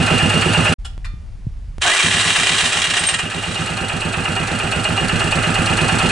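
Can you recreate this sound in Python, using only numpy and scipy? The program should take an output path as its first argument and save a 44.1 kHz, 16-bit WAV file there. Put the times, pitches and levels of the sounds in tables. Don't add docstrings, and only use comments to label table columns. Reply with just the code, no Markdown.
import sys
import numpy as np
from scipy import signal
from scipy.io import wavfile
from scipy.ndimage import uniform_filter1d

SR = 44100
rng = np.random.default_rng(int(sys.argv[2]) if len(sys.argv) > 2 else 0)


def generate_wav(signal):
    frames = np.transpose(np.atleast_2d(signal))
    scaled = np.clip(frames, -1, 1) * 32767
    pcm = np.round(scaled).astype(np.int16)
    wavfile.write(sys.argv[1], SR, pcm)


N = 269451
TIME = np.arange(N) / SR
BREAK_S, LULL_S, STARTER_S, CATCH_S = 0.739, 0.783, 1.818, 2.039
IDLE_START_S, IDLE_FIRING_HZ = -0.007, 8.594
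IDLE_EXHAUST_DB, IDLE_CLATTER_DB, IDLE_SINGING_DB = -18, -21, -23.5

# f/Hz, level/dB
RUMBLE_SPECTRUM = [(12, -20), (24, -6), (38, 2), (60, -7), (90, -7.5), (125, -19), (200, -30.5),
                   (400, -44.5), (750, -45.5), (1300, -49.5), (2500, -51), (4000, -55.5), (4700, -54.5),
                   (6000, -57.5), (11000, -64.5)]
# t/s, level/dB, f/Hz
BUMPS = [(1.138, -24, 128), (1.468, -10.5, 113)]
# t/s, level/dB
TICKS = [(.979, -25.5), (1.783, -19.5)]
# t/s, level/dB
CLACKS = [(0.847, -24.5), (1.044, -34.5)]
# f/Hz, level/dB, t60/s
LEVER_MODES = [
    [(770, -18, 0.35), (1386, -2.5, 0.2), (1670, -16, 0.19), (2920, -4, 0.1), (3330, 0, 0.14),
     (5200, -18, .14), (7560, -8, .06)],
    [(1205, -1.5, 0.38), (1366, 3, 0.18), (1854, 12, .12), (2385, 2, 0.27), (3560, 1.5, 0.22),
     (4280, -3, 0.2)],
]

# f/Hz, level/dB, t60/s
FLYWHEEL_MODES = [(2834, 1.5, .13), (2843, -5, 0.15), (2650, -6, .05), (2412, -1.5, 0.044),
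                  (3030, -23, 0.076), (4350, -21, 0.035), (7170, -32, 0.11)]
# phase/cycle, level/dB
PING_KNOCKS = [(.22, -23), (.69, -17.5)]

# t/s, level/dB
GRIND_LEVELS = [(1.82, -17), (1.95, -14.5), (2.6, -15.5), (2.9, -21.5), (3.12, -22.5), (3.18, -30),
                (3.6, -28), (3.9, -39.5)]
# f/Hz, level/dB
GRIND_SPECTRUM = [(180, -25), (300, -18), (388, -13), (524, -15), (720, -8.5), (1370, -5), (1880, -1.5),
                  (2130, -7.5), (2290, -0.5), (2550, -5.5), (2790, -1), (4590, -11.5), (6790, -11.5),
                  (8390, -8), (11000, -22.5), (14300, -68), (22000, -120)]
# f/Hz, width/Hz, level/dB
DRIVE_RESONANCES = [(392.4, 8.6, 11), (1900, 340, -9.5), (2490, 64, -22), (2803, 10, 12.5), (3040, 41, 2.5),
                    (3300, 39, 1), (3750, 115, -1), (3980, 96, 1.5), (7020, 4.2, 2)]
# t/s, f/Hz, level/dB
WHINE = [(1.819, 640, -40), (1.866, 752, -19), (1.919, 952, -18), (1.959, 1080, -27), (1.984, 1240, -23),
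         (2.005, 1153, -11), (2.028, 1097, -40), (2.071, 1510, -27), (2.12, 1550, -50)]
# t/s, level/dB
CLASHES = [(1.818, -16), (2.475, -18), (2.603, -13), (2.653, -11), (2.723, -12), (2.771, -10), (2.816, -7),
           (2.837, -12), (2.899, -12), (2.94, -11), (2.966, -5), (2.988, -17), (3.035, -9), (3.086, -5),
           (3.138, -6), (3.188, -9.5)]
# f/Hz, level/dB, t60/s
TOOTH_MODES = [(1520, -5, .07), (1865, 11.5, 0.072), (1890, 1, 0.084), (2250, -7, 0.064), (3140, -15, .08),
               (3970, -13, 0.079), (5210, -17, 0.77), (7160, -1, 0.13)]
# t/s, level/dB, decay/s
SQUEALS = [(2.993, -23, .012), (3.066, -25.5, 0.047)]

# t/s, firing rate/Hz
FIRING_RATES = [(2.04, 10.44), (2.25, 8.11), (3.01, 7.93), (3.14, 9.46), (3.41, 7.67), (3.73, 9.6),
                (3.87, 8.1), (4.4, 8.88), (4.79, 7.64), (5.12, 8.81), (5.54, 8.57), (6.1, 9.66)]
# t/s, exhaust/dB, machinery/dB
RESTART_LEVELS = [(2.04, -25.5, -34), (2.3, -31, -34), (3.1, -34.5, -30), (3.3, -28, -31),
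                  (3.7, -27, -27.5), (5.2, -21.5, -22.5), (6.1, -19.5, -19.5)]
# phase/cycle, level/dB, decay/s
VALVE_TAPS = [(.265, -10, 0.011), (0.587, 1.5, 0.0026), (.62, -5.5, 0.0086), (.965, -9, 0.011)]
# f/Hz, level/dB
TAP_SPECTRUM = [(500, -0.5), (2000, -0.5), (3400, 1.5), (4300, 8), (5100, -1.5), (7000, 0), (8000, 4),
                (9500, 0.5), (11000, -6)]
# phase/cycle, level/dB, decay/s
KNOCKS = [(.07, -5, 0.037), (0.268, -3.5, 0.0039), (.655, 6, 0.0035), (0.689, 2.5, 0.0076),
          (0.745, 0, 0.007), (0.888, 2.5, 0.0082)]
# f/Hz, level/dB
KNOCK_SPECTRUM = [(300, -15), (700, 4.5), (1050, -0.5), (1400, -3.5), (1800, 2), (2150, -3), (2560, 6.5),
                  (3100, -5), (4000, -15), (6000, -27.5), (11000, -44)]
# f/Hz, level/dB
WHIRR_SPECTRUM = [(200, 0.5), (330, -8.5), (480, -4), (780, 0), (1050, -4), (1400, 3.5), (1800, 1.5),
                  (2150, -1.5), (2600, -0.5), (3200, -3.5), (4000, -15), (5500, -14), (7000, -13.5),
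                  (8000, -9), (10500, -23.5)]
# f/Hz, width/Hz, level/dB
CASE_RESONANCES = [(338.3, 18, 9.5), (386, 11, 9.5), (607.6, 7.9, 4), (717, 15, 1), (771, 19, -3),
                   (1226, 18, 5.5), (1351, 122, 3.5), (7980, 110, 2)]
# f/Hz, level/dB, arrival/s, swell/s
BOOM_MODES = [(162.9, 3, -0.0049, 0.014), (245.3, 1, .0206, 0.013), (105.6, 0.5, 0.04024, 0.019),
              (134.4, -5.5, .005, 0.0077), (90, 4, .006, 0.0068), (58, -15.5, 0.0072, 0.051),
              (196.4, -3, 0.028, 0.011), (345.5, -1.5, -.0003, 0.0063), (324, -7, .018, 0.014)]


def amp(db):
    return 10 ** (np.asarray(db) / 20)


def unit(x):
    return x / np.sqrt(np.mean(x ** 2) + 1e-20)


def add(track, at_s, sound):
    at = int(round(at_s * SR))
    part = track[max(at, 0):max(at + len(sound), 0)]
    part += sound[max(-at, 0):][:len(part)]


def colour(x, spectrum):
    hz, db = np.transpose(spectrum)
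    bins_hz = abs(np.fft.fftfreq(4096, 1 / SR))
    log_gain = np.log(amp(np.interp(np.log(bins_hz + 1), np.log(hz), db)))
    taps = np.fft.ifft(np.exp(np.conj(signal.hilbert(log_gain)))).real
    return signal.oaconvolve(x, taps / np.linalg.norm(taps))[:N]


def ring(x, resonances):
    return sum(amp(db) * signal.lfilter(*signal.iirpeak(hz, hz / width_hz, SR), x)
               for hz, width_hz, db in resonances)


def grit(per_s):
    return unit(rng.uniform(-1.08, 1, N) * (rng.random(N) < per_s / SR))


def wobble(samples):
    return unit(uniform_filter1d(rng.standard_normal(N), size=samples))


def blow(decay_s, rise_s=0.0021):
    t = TIME[:SR // 5]
    return (1 - np.exp(-t / rise_s)) * np.exp(-t / decay_s)


def struck(modes):
    t = TIME[:SR // 3]
    hz, db, t60_s = np.transpose(modes)[:, :, None]
    turns = hz * (1 + 0.0019 * rng.standard_normal(hz.shape)) * t + rng.random(hz.shape)
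    partials = amp(db - 60 * t / t60_s) * np.sin(2 * np.pi * turns)
    return partials.sum(0) * (1 - np.exp(-t / 0.004))


def garage(x, left_db, wet_db, t60_s=0.22):
    size = 16384
    echoes = rng.standard_normal((2, size)) * (rng.random((2, size)) < 0.1) * (TIME[:size] > 0.001)
    hz, t, bands = signal.stft(echoes, SR, nperseg=256)
    fade = amp(-60 * t * (1 + hz[:, None] / 14000) / t60_s) + 5.8 * np.exp(-t / 0.0024)
    tail = signal.istft(bands * fade, SR, nperseg=256)[1]
    tail /= np.linalg.norm(tail, axis=1, keepdims=True)
    wet = signal.fftconvolve(x[None], tail, axes=1)[:, :N]
    pan = amp([[left_db / 2], [-left_db / 2]])
    return (x + amp(wet_db) * wet) / np.sqrt(1 + amp(wet_db) ** 2 / 2) * pan


def cycles():
    idle_s = np.arange(IDLE_START_S, BREAK_S, 1 / IDLE_FIRING_HZ)
    idle = [(s, 1 / IDLE_FIRING_HZ, IDLE_EXHAUST_DB) for s in idle_s]
    t = CATCH_S + TIME
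    count = np.cumsum(np.interp(t, *np.transpose(FIRING_RATES))) / SR
    firings_s = np.interp(np.arange(int(count[-1])), count, t)
    at_s, db, _ = np.transpose(RESTART_LEVELS)
    return idle + [(s, length_s, np.interp(s, at_s, db))
                   for s, length_s in zip(firings_s, np.diff(firings_s)) if s < TIME[-1]]


def clatter_db(s):
    at_s, _, db = np.transpose(RESTART_LEVELS)
    return np.where(s < LULL_S, IDLE_CLATTER_DB, np.interp(s, at_s, db))


def rumble(handling_db=-28.5, rise_s=0.0067, fade_s=0.023):
    rise = 1 - np.exp(-np.maximum(TIME - LULL_S, 0) / rise_s)
    fade = np.exp(-np.maximum(TIME - STARTER_S, 0) / fade_s)
    gain = amp(handling_db) * rise * fade + amp(clatter_db(TIME) - 14.5) * (TIME > STARTER_S)
    mid, side = (unit(colour(noise, RUMBLE_SPECTRUM)) for noise in rng.standard_normal((2, N)))
    return gain * (mid + amp(-13) * np.array([side, -side]))


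def bumps_and_ticks():
    sound, t = np.zeros(N), TIME[:SR // 3]
    for s, db, hz in BUMPS:
        swell = 3 * hz * t * np.exp(1 - 3 * hz * t)
        add(sound, s, -amp(db) * swell * np.sin(2 * np.pi * hz * t))
    for s, db in TICKS:
        add(sound, s, -amp(db) * np.exp(-t / 0.0041))
    return sound


def switch():
    clacks = np.zeros(N)
    for (s, db), modes in zip(CLACKS, LEVER_MODES):
        chatter = blow(decay_s=0.0097, rise_s=0.0064) * rng.standard_normal(SR // 5)
        add(clacks, s, amp(db - 7.5) * struck(modes))
        add(clacks, s, amp(db + 16) * ring(chatter, [(hz, 200, mode_db) for hz, mode_db, _ in modes]))
        add(clacks, s, amp(db - 1.5) * chatter)
    return garage(clacks, left_db=0, wet_db=-1, t60_s=0.45)


def flywheel(spread_db=1.8):
    pings = np.zeros(N)
    for s, length_s, _ in cycles():
        follow_db = 0.34 * (clatter_db(s) - IDLE_CLATTER_DB)
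        for phase, db in PING_KNOCKS:
            gain = amp(db + follow_db + spread_db * rng.standard_normal())
            add(pings, s + phase * length_s, gain * struck(FLYWHEEL_MODES))
    for s, db in CLASHES:
        add(pings, s, amp(db - 16) * struck(FLYWHEEL_MODES))
    singing_db = np.where(TIME < LULL_S, IDLE_SINGING_DB, clatter_db(TIME) - 12)
    singing = unit(ring(grit(per_s=4300), [(2815, 20, 5.5), (2580, 1200, -18.5)]))
    return garage(pings + amp(singing_db) * singing, left_db=-2, wet_db=-13)


def starter_gears(engage_s=0.0029):
    force = amp(np.interp(TIME, *np.transpose(GRIND_LEVELS)) + 2 * wobble(samples=300))
    force *= np.exp(np.minimum(TIME - STARTER_S, 0) / engage_s)
    teeth = np.zeros(N)
    for s, db in CLASHES:
        add(force, s, amp(db - 4) * blow(decay_s=0.0071))
        add(teeth, s, amp(db - 17.5) * struck(TOOTH_MODES))
    grind = colour(force * grit(per_s=7000), GRIND_SPECTRUM)
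    return amp(-3) * (grind + ring(grind, DRIVE_RESONANCES)) + teeth


def crank_shudder():
    load = np.zeros(N)
    add(load, STARTER_S + 0.025, amp(-15) * blow(decay_s=0.044, rise_s=0.011))
    spectrum = [(40, -6), (150, -8), (330, -8.5), (700, 2), (1200, -3), (4000, -37)]
    return colour(load * rng.standard_normal(N), spectrum)


def starter_whine():
    at_s, hz, db = np.transpose(WHINE)
    pitch_hz = np.interp(TIME, at_s, hz) * (1 + 0.028 * wobble(samples=60))
    angle = 2 * np.pi * np.cumsum(pitch_hz) / SR
    tone = amp(-10.5) * np.sin(angle) + np.sin(2 * angle) + amp(-13) * np.sin(3 * angle)
    return tone * amp(np.interp(TIME, at_s, db, left=-120, right=-120))


def clutch_squeal():
    slip = np.zeros(N)
    for s, db, decay_s in SQUEALS:
        add(slip, s, amp(db + 6.5) * blow(decay_s))
    return slip * unit(ring(rng.standard_normal(N), [(8570, 79, 0)]))


def machinery(jitter_s=0.001, spread_db=1.6):
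    taps, knocks = np.zeros((2, N))
    for s, length_s, _ in cycles():
        for track, blows in ((taps, VALVE_TAPS), (knocks, KNOCKS)):
            for phase, db, decay_s in blows:
                late, uneven = rng.standard_normal(2)
                hit = amp(db + spread_db * uneven) * blow(decay_s, rise_s=0.003)
                add(track, s + phase * length_s + jitter_s * late, hit)
    whirr = colour(grit(per_s=6000), WHIRR_SPECTRUM)
    knocking = unit(colour(knocks * grit(per_s=6000), KNOCK_SPECTRUM))
    case = amp(-2.5) * whirr + amp(-3) * knocking
    case = unit(case + ring(case, CASE_RESONANCES))
    valves = unit(colour((unit(taps) + 0.2) * grit(per_s=9000), TAP_SPECTRUM))
    valves = unit(valves + ring(valves, [(4070, 46, 0), (4380, 25, 0.71)]))
    sound = amp(0.5) * garage(case, left_db=-3, wet_db=-2.5)
    sound += amp(-10) * garage(valves, left_db=1.3, wet_db=-8.5)
    return sound * amp(clatter_db(TIME))


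def exhaust(detune=0.014, spread_db=1.1):
    boom, puffs = np.zeros((2, N))
    t = TIME[:SR // 5]
    for s, _, db in cycles():
        for hz, mode_db, arrival_s, swell_s in BOOM_MODES:
            drift, uneven = rng.standard_normal(2)
            swell = t / swell_s * np.exp(1 - t / swell_s)
            tone = np.sin(2 * np.pi * hz * (1 + detune * drift) * t)
            add(boom, s + arrival_s, amp(db + mode_db + spread_db * uneven) * swell * tone)
        add(puffs, s - 0.003, amp(db + 4) * blow(decay_s=0.0097))
        add(puffs, s + 0.014, amp(db - 1) * blow(decay_s=0.062, rise_s=0.0055))
    spectrum = [(25, -28), (50, -11), (125, 3), (200, -1.5), (340, -8), (480, -4), (900, -13),
                (3000, -46)]
    gas = colour(puffs * rng.standard_normal(N), spectrum)
    sound = garage(boom, left_db=-2, wet_db=-29) + amp(-3) * garage(gas, left_db=-10.5, wet_db=-5.5)
    sound[0] -= 0.35 * ring(sound[0], [(254, 114, 0)])
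    return sound


def scene():
    running = uniform_filter1d(((TIME < BREAK_S) | (TIME > STARTER_S)) * 1.0, size=130)
    engine = (exhaust() + machinery() + flywheel()) * running
    starter = starter_gears() + crank_shudder() + starter_whine() + clutch_squeal()
    return engine + garage(starter, left_db=-1, wet_db=-6) + switch() + bumps_and_ticks() + rumble()


def record(dry):
    ceiling, cutoff_hz = 0.85, 11080
    rounded = dry / (1 + (abs(dry) / ceiling) ** 6) ** (1 / 6)
    lowpass = signal.firwin(701, cutoff_hz, window=("kaiser", 8), fs=SR)
    return signal.oaconvolve(rounded, lowpass[None], "same")


dry = scene()
out = record(dry)
generate_wav(out)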